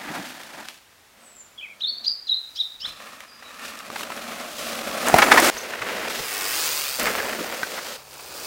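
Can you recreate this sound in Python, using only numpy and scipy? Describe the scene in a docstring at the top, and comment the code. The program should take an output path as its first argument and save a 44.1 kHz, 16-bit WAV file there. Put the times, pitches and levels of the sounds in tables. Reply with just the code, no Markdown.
"""A mountain bike on a dusty forest trail, heard from four spots in turn, over still air and a low rumble.
0-2 s: tyres (shaped noise: drum, crunch, grit) roll by, then faintly; a songbird (gliding sines) starts a phrase.
2-5.5 s: the song ends, the far freehub buzzes, tyres near and pass very close; knocks, rattles and snaps peak.
5.5-8 s: one last chirp, a run-up, a jump with freehub clicks and wheel whoosh, a landing near 7 s.
From 8 s: tyres roll at the last spot, the freehub (ringing noise clicks) buzzes over a faint hum."""
import sys
import numpy as np
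from scipy import signal
from scipy.fft import rfft, irfft, next_fast_len
from scipy.io import wavfile
from scipy.ndimage import map_coordinates

SR = 44100
rng = np.random.default_rng(int(sys.argv[2]) if len(sys.argv) > 2 else 0)


def persist_wave(psi):
    """Save psi, clipped to +-1, as 16-bit WAV."""
    counts = np.round(np.clip(psi, -1, 1) * 32767).astype(np.int16)
    wavfile.write(sys.argv[1], SR, np.atleast_2d(counts).T)


N = 373086


def amp(db):
    """Decibels to gain."""
    return 10 ** (np.asarray(db) / 20)


def unit(x):
    """Scale to rms 1."""
    return x / np.sqrt(np.mean(x ** 2) + 1e-20)


def clock():
    """Time of every sample, s."""
    return np.arange(N) / SR


def noise(count=N):
    """White Gaussian noise."""
    return rng.standard_normal(count)


def along(points, hz):
    """Interpolate (frequency_hz, value) points on a log axis."""
    point_hz, value = np.transpose(points)
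    return np.interp(np.log(hz + 1), np.log(point_hz + 1), value)


def curves(rows):
    """One value per sample for each column after the time."""
    time_s, *columns = np.transpose(rows)
    return [np.interp(clock(), time_s, column) for column in columns]


def gate(start_s, end_s, fade_s):
    """One between two times, with linear fades outside them."""
    inside_s = np.minimum(clock() - start_s, end_s - clock())
    return np.clip(inside_s / fade_s + 1, 0, 1)


def swell(peak_s, spread_s):
    """Gaussian rise and fall, down to 1/e at spread_s from the peak."""
    return np.exp(-((clock() - peak_s) / spread_s) ** 2)


def wobble(knots_per_s):
    """A smooth random curve."""
    knots = noise(int(N * knots_per_s / SR) + 4)
    return map_coordinates(knots, [np.arange(N) * knots_per_s / SR])


def filtered(x, response):
    """x times a response of frequency."""
    size = next_fast_len(len(x) + 8192)
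    spectrum = rfft(x, size) * response(np.fft.rfftfreq(size, 1 / SR))
    return irfft(spectrum, size)[:len(x)]


def coloured(x, tone):
    """x shaped by a tone table, at rms 1."""
    return unit(filtered(x, lambda hz: amp(along(tone, hz))))


def resonance(hz, centre_hz, width_hz):
    """A causal resonance with gain 1 at its centre."""
    return 1j * hz * width_hz / (centre_hz ** 2 - hz ** 2 + 1j * hz * width_hz)


def resonant_tone(hz, tone, resonances, boost=1):
    """Gain of a tone table with resonant dB peaks on top."""
    peaks_db = sum(db * abs(resonance(hz, centre, width)) ** 2 for centre, width, db in resonances)
    return amp(along(tone, hz) + boost * peaks_db)


def add(track, start_s, sound):
    """Mix a sound into a track."""
    part = track[round(start_s * SR):][:len(sound)]
    part += sound[:len(part)]


def going_by(nearest_s, level_db, crossing_s):
    """Gain of a straight pass: 15 dB lost per tenfold squared distance through the undergrowth."""
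    squared_distance = 1 + ((clock() - nearest_s) / crossing_s) ** 2
    return amp(level_db - 15 * np.log10(squared_distance))


# forest air spectrum: frequency_hz, level_db_per_hz
FOREST_AIR_TONE = [(15, -31), (25, -35), (33, -46), (59, -12), (260, -10), (895, -7.5), (1050, -7.5),
                   (1380, -7.5), (1620, -7), (15500, -21)]
# low rumble spectrum: frequency_hz, level_db_per_hz
LOW_RUMBLE_TONE = [(12, -24), (25, -5.5), (60, -0.5), (110, -2), (170, -15), (600, -74)]
# hum partials: frequency_hz, level_db (rms)
HUM_PARTIALS = [(70, -66), (140, -63)]


def background():
    """Shaped noise for still air and low rumble; sines hum at the last spot."""
    air = amp(-54.5) * coloured(noise(), FOREST_AIR_TONE)
    rumble = amp(-74) * coloured(noise(), LOW_RUMBLE_TONE)
    hum = sum(np.sqrt(2) * amp(db) * np.sin(2 * np.pi * hz * clock()) for hz, db in HUM_PARTIALS)
    return air + rumble + hum * gate(7.98, 9.2, fade_s=0.028)


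# forest decay: frequency_hz, t60_s
FOREST_DECAY = [(200, 0.53), (2000, 0.18), (4400, 0.48), (5600, 0.38), (10000, 0.5)]


def forest_echo(x):
    """Trunks scatter sound back as a grainy tail that decays at its own rate per frequency."""
    scatter = noise(SR) * (rng.random(SR) < 0.03)
    hz, t, spectrum = signal.stft(scatter, SR, nperseg=256)
    decay = amp(-60 * t / along(FOREST_DECAY, hz)[:, None])
    tail = signal.istft(spectrum * decay, SR, nperseg=256)[1]
    delayed = np.pad(tail, (round(0.008 * SR), 0))
    return signal.fftconvolve(x, delayed / np.linalg.norm(tail))[:N]


# bird notes, loudest at the turning pitch:
# start_s, rise_s (to turn), fall_s (after turn), start_hz, turn_hz, end_hz, level_db (at turn)
BIRD_NOTES = [(1.2, 0.075, 0.11, 8500, 7950, 7450, -53), (1.35, 0.053, 0.028, 7500, 7220, 7100, -44.5),
              (1.577, .006, .032, 3350, 3370, 2950, -35), (1.61, 0.033, 0.026, 2390, 2520, 2090, -34.5),
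              (1.68, .025, 0.038, 2160, 2450, 2100, -42), (1.807, .012, 0.024, 2794, 3945, 3750, -25),
              (1.835, 0.0091, 0.022, 3680, 3550, 3870, -19.5), (1.864, .028, .022, 4150, 4400, 4290, -24),
              (1.968, .012, 0.012, 4350, 4460, 4320, -31.5), (2.038, .011, .009, 3980, 4130, 3730, -33),
              (2.056, 0.017, 0.047, 3700, 4865, 4610, -22.5), (2.269, 0.0063, 0.019, 4314, 4060, 3200, -31),
              (2.29, 0.0068, 0.014, 3680, 4050, 3926, -21.5),
              (2.308, 0.013, 0.018, 3935, 3840, 3640, -19.5), (2.336, 0.0064, 0.013, 3900, 4100, 4150, -23),
              (2.553, .019, .013, 4660, 5320, 5600, -36), (2.568, 0.0187, .007, 3040, 3430, 3600, -31),
              (2.59, .014, 0.022, 3730, 3930, 3510, -19), (2.8, .018, 0.02, 4610, 5250, 5550, -36),
              (2.805, 0.037, 0.018, 2730, 3250, 3250, -37), (2.843, 0.0095, 0.015, 3330, 3550, 4180, -25),
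              (3.27, 0.037, 0.1, 4970, 4880, 4800, -52), (3.43, .03, 0.056, 4000, 3850, 3750, -49),
              (5.572, .008, .012, 4380, 5760, 7100, -31)]
# harsh starts of notes: peak_s, level_db
NOTE_RASPS = [(1.81, -47), (2.054, -37), (2.284, -44), (2.568, -37.5), (2.812, -41)]


def bird():
    """Whistled sine glides with pitch flutter; some start with a noise rasp, two carry a higher voice."""
    track = np.zeros(N)
    flutter = 1 + 0.019 * wobble(380)
    tremble = amp(3.4 * wobble(280))
    for start_s, rise_s, fall_s, start_hz, turn_hz, end_hz, level_db in BIRD_NOTES:
        t = np.arange(0, rise_s + fall_s, 1 / SR)
        before = np.clip(1 - t / rise_s, 0, 1)
        after = np.clip((t - rise_s) / fall_s, 0, 1)
        hz = turn_hz + (start_hz - turn_hz) * before ** 1.28 + (end_hz - turn_hz) * after
        phase = 2 * np.pi * np.cumsum(hz * flutter[round(start_s * SR):][:len(t)]) / SR
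        edges = np.clip(np.minimum(t, t[-1] - t) / 0.0011, 0, 1)
        second = amp(-46) * np.sin(2 * phase)
        third = amp(-41) * np.sin(3 * phase) * (hz.max() < SR / 6)  # left out of high notes
        level = amp(level_db - 11.5 * before - 9 * after)
        add(track, start_s, np.sqrt(2) * level * edges * (np.sin(phase) + second + third))
    harsh = sum(amp(db) * swell(peak_s, 0.012) for peak_s, db in NOTE_RASPS)
    rasp = coloured(noise(), [(1400, -42), (2900, -4), (4000, 5), (6800, -9.0), (8000, -25)])
    return track * tremble + harsh * rasp


# stirred air spectrum: frequency_hz, level_db_per_hz
WHEEL_AIR_TONE = [(60, -20.5), (250, -9), (450, -2), (950, -2.5), (1400, -1.5), (2200, 0), (5000, -14.5)]
# airborne wheels: nearest_s, level_db (there), crossing_s (to cover the nearest distance)
WHEEL_PASS = (6.485, -30.5, 0.33)


def whoosh():
    """Spinning wheels stir the air in the jump: shaped noise over a weak low rumble."""
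    air = coloured(noise(), WHEEL_AIR_TONE)
    low = amp(-33) * coloured(noise(), LOW_RUMBLE_TONE)
    return (air + low) * going_by(*WHEEL_PASS) * gate(6.23, 6.98, fade_s=0.052)


# freehub spectrum: frequency_hz, level_db_per_hz
FREEHUB_TONE = [(500, -16), (1400, 0), (2000, -10), (2550, -0.5), (3700, -2), (4400, -0.5), (4900, 3.5),
                (5600, -0.5), (9600, -2), (10800, -8), (12500, -5.5), (15000, -1.5)]
# hub shell and spoke resonances: centre_hz, width_hz, boost_db
HUB_RESONANCES = [(2550, 200, 2.5), (4630, 500, 2)]


def freehub(ride, pawl_rate, start_s, end_s, t60_s, scatter_db, wash, doppler):
    """Pawls snap over ratchet teeth; noise clicks ring hub and spokes, shifted down by Doppler once past."""
    nearest_s, level_db, crossing_s = ride
    clicks_per_s, = curves(pawl_rate)
    teeth = np.cumsum(clicks_per_s) / SR
    age_s = teeth % 1 / clicks_per_s
    size = amp(scatter_db * noise())[teeth.astype(int)]
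    clicks = noise() * (size * amp(-60 * age_s / t60_s) + wash)

    def shifted(ratio):
        return unit(filtered(clicks, lambda hz: resonant_tone(hz / ratio, FREEHUB_TONE, HUB_RESONANCES)))

    gone = 0.5 + 0.5 * np.tanh((clock() - nearest_s) / 0.04)
    buzz = shifted(1 + doppler) * (1 - gone) + shifted(1 - doppler) * gone
    return buzz * going_by(nearest_s, level_db, crossing_s) * gate(start_s, end_s, fade_s=0.22)


# hop far up the trail: loudest_s, level_db (there), swell_s
HOP_PASS = (2.6, -52, 0.18)
# last spot: nearest_s, level_db (there), crossing_s (to cover the nearest distance)
FINAL_PASS = (8.575, -35, 0.24)
# pawls over the jump, first rate held before it: time_s, clicks_per_s
JUMP_PAWLS = [(6.25, 147), (6.286, 112), (6.384, 95), (6.442, 92), (6.608, 162), (6.676, 156), (7.0, 127)]
# pawls gathering speed at the last spot: time_s, clicks_per_s
FINAL_PAWLS = [(8.15, 100), (8.46, 152)]


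def far_freehub():
    """The far hub in a hop and at the last spot: clicks blurred by steady noise, no Doppler."""
    hop = freehub(HOP_PASS, JUMP_PAWLS, start_s=2.42, end_s=2.74, t60_s=0.034,
                  scatter_db=0.0, wash=0.6, doppler=0)
    final = freehub(FINAL_PASS, FINAL_PAWLS, start_s=8.1, end_s=8.46, t60_s=0.034,
                    scatter_db=-2.5, wash=0.38, doppler=0)
    return hop + final


# ground reflection: top_s (of the jump), longest_lag_s, width_s (of the lag's rise and fall), strength
GROUND_MIRROR = (6.42, .0027, .35, 0.27)


def over_ground(x):
    """A ground bounce lags most at the top of the jump, so a comb sweeps through the sound."""
    top_s, longest_lag_s, width_s, strength = GROUND_MIRROR
    lag_s = longest_lag_s / np.hypot(1, (clock() - top_s) / width_s)
    bounce = map_coordinates(x, [np.arange(N) - lag_s * SR])
    return (x + strength * bounce) / np.hypot(1, strength)


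# coasting bike in the jump: nearest_s, level_db (there), crossing_s (to cover the nearest distance)
FLYING_PASS = (6.637, -24, 0.3)


def jump():
    """Whoosh and freehub of the flying bike, with the ground bounce."""
    hub = freehub(FLYING_PASS, JUMP_PAWLS, start_s=6.3, end_s=7.88, t60_s=0.026,
                  scatter_db=1.0, wash=0.2, doppler=0.025)
    return over_ground(whoosh() + hub)


# twigs snapping, pebbles flung against the bike: start_s, peak_db, centre_hz
TWIG_SNAPS = [(.29, -27, 4500), (.434, -27, 4000), (.686, -17.5, 2740), (3.07, -30, 3000),
              (3.205, -26.5, 2200), (3.79, -25, 5000), (3.96, -32, 3000), (4.165, -24, 6000),
              (5.085, -8.5, 7650), (5.186, -6.5, 11000), (5.401, -5.5, 7000), (7.031, -14, 11000)]


def snaps():
    """Millisecond noise fractures through a broad resonance, with a little debris rustling after."""
    track, t = np.zeros(N), np.arange(SR // 16) / SR
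    for start_s, peak_db, centre_hz in TWIG_SNAPS:
        fracture = noise(len(t)) * (amp(-60 * t / 0.0051) + 0.12 * amp(-60 * t / 0.083))
        snap = filtered(fracture, lambda hz: resonance(hz, centre_hz, 0.48 * centre_hz))
        add(track, start_s, amp(peak_db) * snap / np.max(abs(snap)))
    return track


# chain and frame rattle: start_s, peak_db, length_s
CHAIN_RATTLES = [(.076, -26, .04), (0.148, -23.5, 0.047), (2.846, -30.5, 0.026), (3.422, -29.5, 0.013),
                 (3.799, -28.5, 0.013), (3.958, -20, 0.01), (3.99, -25, 0.015), (4.116, -21.5, 0.014),
                 (5.074, -14.5, 0.026), (5.182, -3.5, 0.023), (5.217, -1, .025), (5.314, 3, 0.022),
                 (5.369, -0.5, 0.033), (5.734, -18.5, 0.015), (5.816, -15.5, 0.017), (7.01, -15, 0.025),
                 (7.061, -10, 0.032), (7.142, -21, 0.011), (7.172, -18, 0.041), (7.293, -19, 0.011),
                 (7.769, -21.5, 0.044)]
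# slap spectrum: frequency_hz, level_db_per_hz
CHAIN_TONE = [(150, -13), (300, -7), (700, 3.5), (2200, 2), (3000, -5), (5500, -9.5), (15000, -26.5)]


def rattles():
    """Chain and cables slap in noise bursts that swell and die; the frame resonates near 1580 Hz."""
    def frame(hz):
        return (0.65 + resonance(hz, centre_hz=1580, width_hz=1500)) * amp(along(CHAIN_TONE, hz))

    track, t = np.zeros(N), np.arange(SR // 4) / SR
    for start_s, peak_db, length_s in CHAIN_RATTLES:
        u = 3.1 * t / length_s
        burst = filtered(noise(len(t)) * u ** 2 * np.exp(-2 * u), frame)
        add(track, start_s, amp(peak_db) * burst / np.max(abs(burst)))
    return track


# blows of stones and roots: start_s, level_db (before thud and bass cut), centre_hz, t60_s, crack_ratio
HARD_BLOWS = [(3.902, -16, 1215, 0.019, 1), (4.009, -17, 1190, 0.012, 1.4),
              (4.032, -17.5, 1380, 0.032, 3.7), (4.103, -19, 1040, 0.022, 1), (5.142, 12, 747, 0.02, 0.33),
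              (5.362, -3, 1280, 0.019, 0.36), (6.997, -10.5, 6440, 0.025, 3.5),
              (7.057, -7.5, 1820, 0.019, 1), (7.202, -12, 1700, 0.029, 0.37),
              (7.632, -8, 1574, 0.034, 0.44)]


def knocks():
    """Blows ring damped frame modes for a few cycles, with a noise crack above and a tyre thud below."""
    track, t = np.zeros(N), np.arange(SR // 8) / SR
    modes = [(0.62, -15), (0.83, -6), (0.98, 6), (1.21, -3)]  # frequency ratio, level_db
    for start_s, level_db, centre_hz, t60_s, crack_ratio in HARD_BLOWS:
        ring = sum(np.sin(2 * np.pi * centre_hz * ratio * t) * amp(db) for ratio, db in modes)
        crack = coloured(noise(len(t)), [(0.21 * centre_hz, -4), (centre_hz, 0),
                                         (3 * centre_hz, -5), (9 * centre_hz, -18)])
        blow = (ring + crack_ratio * crack) * amp(-60 * t / t60_s)
        thud = 0.037 * np.sin(2 * np.pi * 430 * t) * amp(-60 * t / 0.054)
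        add(track, start_s, amp(level_db) * (blow / np.max(abs(blow)) + thud))
    return filtered(track, lambda hz: 1j * hz / (1j * hz + 170))  # the blows carry little bass below about 170 Hz


def grains(grains_per_s, spread_db):
    """Random snaps of grit, many small and a few large, at rms 1."""
    size = amp(spread_db * np.minimum(rng.exponential(size=N), 4.5))
    return unit((rng.random(N) < grains_per_s / SR) * size * rng.choice([-1, 1], N))


def ground():
    """Tread contact as clumped noise and impulses: soft lumps, crushed stones, fine spray, larger pebbles."""
    clumps_db = 1.0 * wobble(22) + 1.86 * wobble(130)
    pebbles = grains(45, spread_db=3.0)
    lumps = noise() * amp(0.5 * clumps_db)
    stones = noise() + 0.77 * grains(1800, spread_db=3.0) + 0.3 * pebbles
    spray = noise() + 0.69 * grains(2600, spread_db=3.5) + 0.13 * pebbles
    return lumps, stones * amp(clumps_db), spray * amp(0.72 * clumps_db)


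# tyre and rim resonances: centre_hz, width_hz, boost_db (before the stretch's ring factor)
CASING_RESONANCES = [(228, 37, 8), (630, 530, 5.5), (1310, 320, 7.5), (1780, 270, 4)]
# bumps load the tyre, shake the ground: peak_s, drum_db, thud_db, spread_s
TYRE_BUMPS = [(0.101, -32, -53, .02), (0.19, -35.5, -60, 0.033), (2.88, -60, -56, 0.075),
              (3.91, -46, -51, 0.022), (4.88, -46, -56, 0.054), (5.15, -30, -31, 0.015),
              (5.564, -60, -52, .03), (5.825, -52, -48, .018), (6.212, -44, -46, .028),
              (7.03, -50, -47, .045), (7.405, -32, -66, .02)]
# grit thrown by a sliding tyre: peak_s, level_db, spread_s
GRIT_SPRAYS = [(.28, -42, 0.095), (.47, -46.5, 0.083), (.7, -47, 0.096), (2.89, -45.5, 0.041),
               (3.67, -41, 0.042), (4.0, -36.5, 0.046), (4.65, -35.5, 0.17), (5.46, -21.5, 0.055),
               (5.56, -39.5, 0.14), (6.13, -33.5, 0.06), (6.21, -32.5, 0.038), (7.01, -32.5, .04),
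               (7.42, -39.5, .06), (7.62, -38.5, .13), (7.87, -37, 0.15)]


def tyres(contact, effort, tone, start_s, end_s, fade_s, ring, crunch_db, drum_db, grit_db):
    """One stretch: low drum, mid crunch and high grit through casing resonances, over ground rumble."""
    lumps, stones, grit, rumble = contact

    def below(hz, edge_hz):
        return 1 / (1 + (hz / edge_hz) ** 8)

    def layer(texture, band):
        def response(hz):
            return resonant_tone(hz, tone, CASING_RESONANCES, ring) * np.sqrt(abs(band(hz)))
        return unit(filtered(texture, response))

    def events(rows):
        return sum(amp(db) * swell(peak_s, spread_s) for peak_s, db, *_, spread_s in rows
                   if start_s < peak_s < end_s + fade_s)

    drum = layer(lumps, lambda hz: below(hz, 436) - below(hz, 93))
    crunch = layer(stones, lambda hz: below(hz, 2750) - below(hz, 452))
    spray = layer(grit, lambda hz: 1 - below(hz, 2800))
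    roll_db, = curves(effort)
    # harder rolling drums a further 0.13 dB per dB
    load = amp(roll_db + drum_db + 0.13 * (roll_db - roll_db.max()))
    sound = drum * np.hypot(load, events(TYRE_BUMPS))
    sound += crunch * amp(roll_db + crunch_db)
    sound += spray * np.hypot(amp(roll_db + grit_db), events(GRIT_SPRAYS))
    sound += rumble * load * amp(-20)
    return gate(start_s, end_s, fade_s) * sound


# rolling effort, offset per layer by tyres(): time_s, level_db
BERM_ROLL = [(0.0, -37.5), (0.076, -36), (0.176, -33.5), (0.384, -46), (0.606, -40), (0.652, -48),
             (0.68, -47), (0.794, -63), (0.8, -73)]
DISTANT_ROLL = [(1.1, -70), (1.22, -55), (1.5, -66.5), (1.95, -57.5), (2.08, -55.5), (2.2, -70)]
APPROACH_ROLL = [(2.86, -47), (2.87, -46), (3.134, -43.5), (3.314, -53), (3.662, -37.5), (3.842, -42.5),
                 (3.86, -36.5)]
DESCENT_ROLL = [(3.86, -47), (3.93, -37.5), (4.08, -40), (4.13, -37), (4.36, -36.5), (4.53, -39.5),
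                (4.63, -34), (4.83, -34), (5.08, -27)]
CLOSE_ROLL = [(5.06, -28.5), (5.168, -18.5), (5.288, -19.5), (5.346, -16), (5.49, -20)]
RUN_UP_ROLL = [(5.52, -35.5), (5.79, -34), (5.926, -30.5), (6.03, -29), (6.2, -32.5)]
LANDING_ROLL = [(7.0, -26), (7.1, -27.5), (7.26, -29), (7.43, -32), (7.6, -35), (7.72, -37), (7.92, -36),
                (7.96, -43)]
FAR_ROLL = [(8.0, -46.5), (8.03, -51), (8.46, -38.5)]
# tyre spectrum per stretch: frequency_hz, level_db_per_hz
BERM_COLOUR = [(35, -53), (60, -23), (91, -26), (152, -7.5), (285, -2), (464, -15), (572, -7.5), (810, -5),
               (1170, -10.5), (1260, -10.5), (1740, -6.5), (3120, -17.5), (15500, -33)]
APPROACH_COLOUR = [(35, -47), (60, -12), (163, -18), (236, -2.5), (359, -13.5), (559, -3), (931, -8.5),
                   (1100, 0.5), (1290, 1.5), (1520, -7), (1790, -0.5), (2010, -8), (2530, -2.5),
                   (3190, -11), (3670, -9.5), (8280, -17), (15500, -24)]
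DESCENT_COLOUR = [(35, -49), (60, -20), (139, -20), (226, 0), (278, -7), (394, -10), (464, -7.5),
                  (559, -0.5), (705, -2.5), (931, -13), (1100, -5.5), (1320, -6), (1630, -10), (2530, -9),
                  (2980, -11.5), (3500, -11), (15500, -23.5)]
CLOSE_COLOUR = [(35, -52), (60, -13), (139, -11), (285, 12), (486, -2.5), (792, 0.5), (889, -3.5),
                (2150, -4.5), (3760, -14.5), (4740, -13.5), (9300, -17), (12000, -21.5), (15500, -20)]
LANDING_COLOUR = [(35, -48), (60, -29), (120, -24), (226, -5.5), (272, -10), (509, -2), (829, -8.5),
                  (1170, -9.5), (1420, -7.5), (2200, -8), (3050, -9.5), (5080, -10.5), (10900, -19.5),
                  (15500, -20)]
FAR_COLOUR = [(94, -44), (160, -14), (258, -12), (458, 0.5), (514, -1), (1260, -4.5), (2080, -10.5),
              (2570, -5), (3170, -11), (4470, -3), (5520, -8), (15500, -19)]
# ground thud spectrum: frequency_hz, level_db_per_hz
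GROUND_THUD_TONE = [(12, -20), (28, -1), (55, 0), (90, -7), (170, -4), (600, -74)]


def rolling():
    """Tyres on every stretch plus low thuds at bumps; no rolling while the bike is in the air."""
    contact = (*ground(), coloured(noise(), LOW_RUMBLE_TONE))
    thuds = sum(amp(db) * swell(peak_s, spread_s) for peak_s, _, db, spread_s in TYRE_BUMPS)
    track = coloured(noise(), GROUND_THUD_TONE) * thuds
    track += tyres(contact, BERM_ROLL, BERM_COLOUR, start_s=0, end_s=0.86, fade_s=0.05,
                   ring=0.3, crunch_db=-1, drum_db=-8.5, grit_db=-6.5)
    track += tyres(contact, DISTANT_ROLL, DESCENT_COLOUR, start_s=1.15, end_s=2.15, fade_s=0.06,
                   ring=0.4, crunch_db=-1.5, drum_db=-4.5, grit_db=-5)
    track += tyres(contact, APPROACH_ROLL, APPROACH_COLOUR, start_s=2.86, end_s=3.84, fade_s=0.05,
                   ring=0.15, crunch_db=-0.6, drum_db=-11.5, grit_db=-4)
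    track += tyres(contact, DESCENT_ROLL, DESCENT_COLOUR, start_s=3.88, end_s=5.06, fade_s=0.064,
                   ring=0.22, crunch_db=0, drum_db=-6.5, grit_db=-4)
    track += tyres(contact, CLOSE_ROLL, CLOSE_COLOUR, start_s=5.07, end_s=5.5, fade_s=0.0027,
                   ring=0.39, crunch_db=0, drum_db=-9.8, grit_db=-7.0)
    track += tyres(contact, RUN_UP_ROLL, LANDING_COLOUR, start_s=5.51, end_s=6.16, fade_s=0.12,
                   ring=0.11, crunch_db=0, drum_db=-9.0, grit_db=-7.5)
    track += tyres(contact, LANDING_ROLL, LANDING_COLOUR, start_s=6.996, end_s=7.96, fade_s=0.015,
                   ring=0.31, crunch_db=0, drum_db=-7.5, grit_db=-9.0)
    track += tyres(contact, FAR_ROLL, FAR_COLOUR, start_s=7.98, end_s=8.46, fade_s=0.047,
                   ring=0.1, crunch_db=-0.5, drum_db=-8.0, grit_db=-4)
    return track


def scene():
    """Bike and bird among the trees; blows and song also echo."""
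    song = bird()
    blows = snaps() + rattles() + knocks()
    bike = far_freehub() + jump() + blows + amp(-19) * forest_echo(blows) + rolling()
    return (background() + song + amp(-5) * forest_echo(song) + bike)[None]


def record(dry):
    """Clip peaks at full scale, then remove everything from 15850 Hz up."""
    return filtered(np.clip(dry[0], -1, 1), lambda hz: hz < 15850)[None]


dry = scene()
out = record(dry)
persist_wave(out)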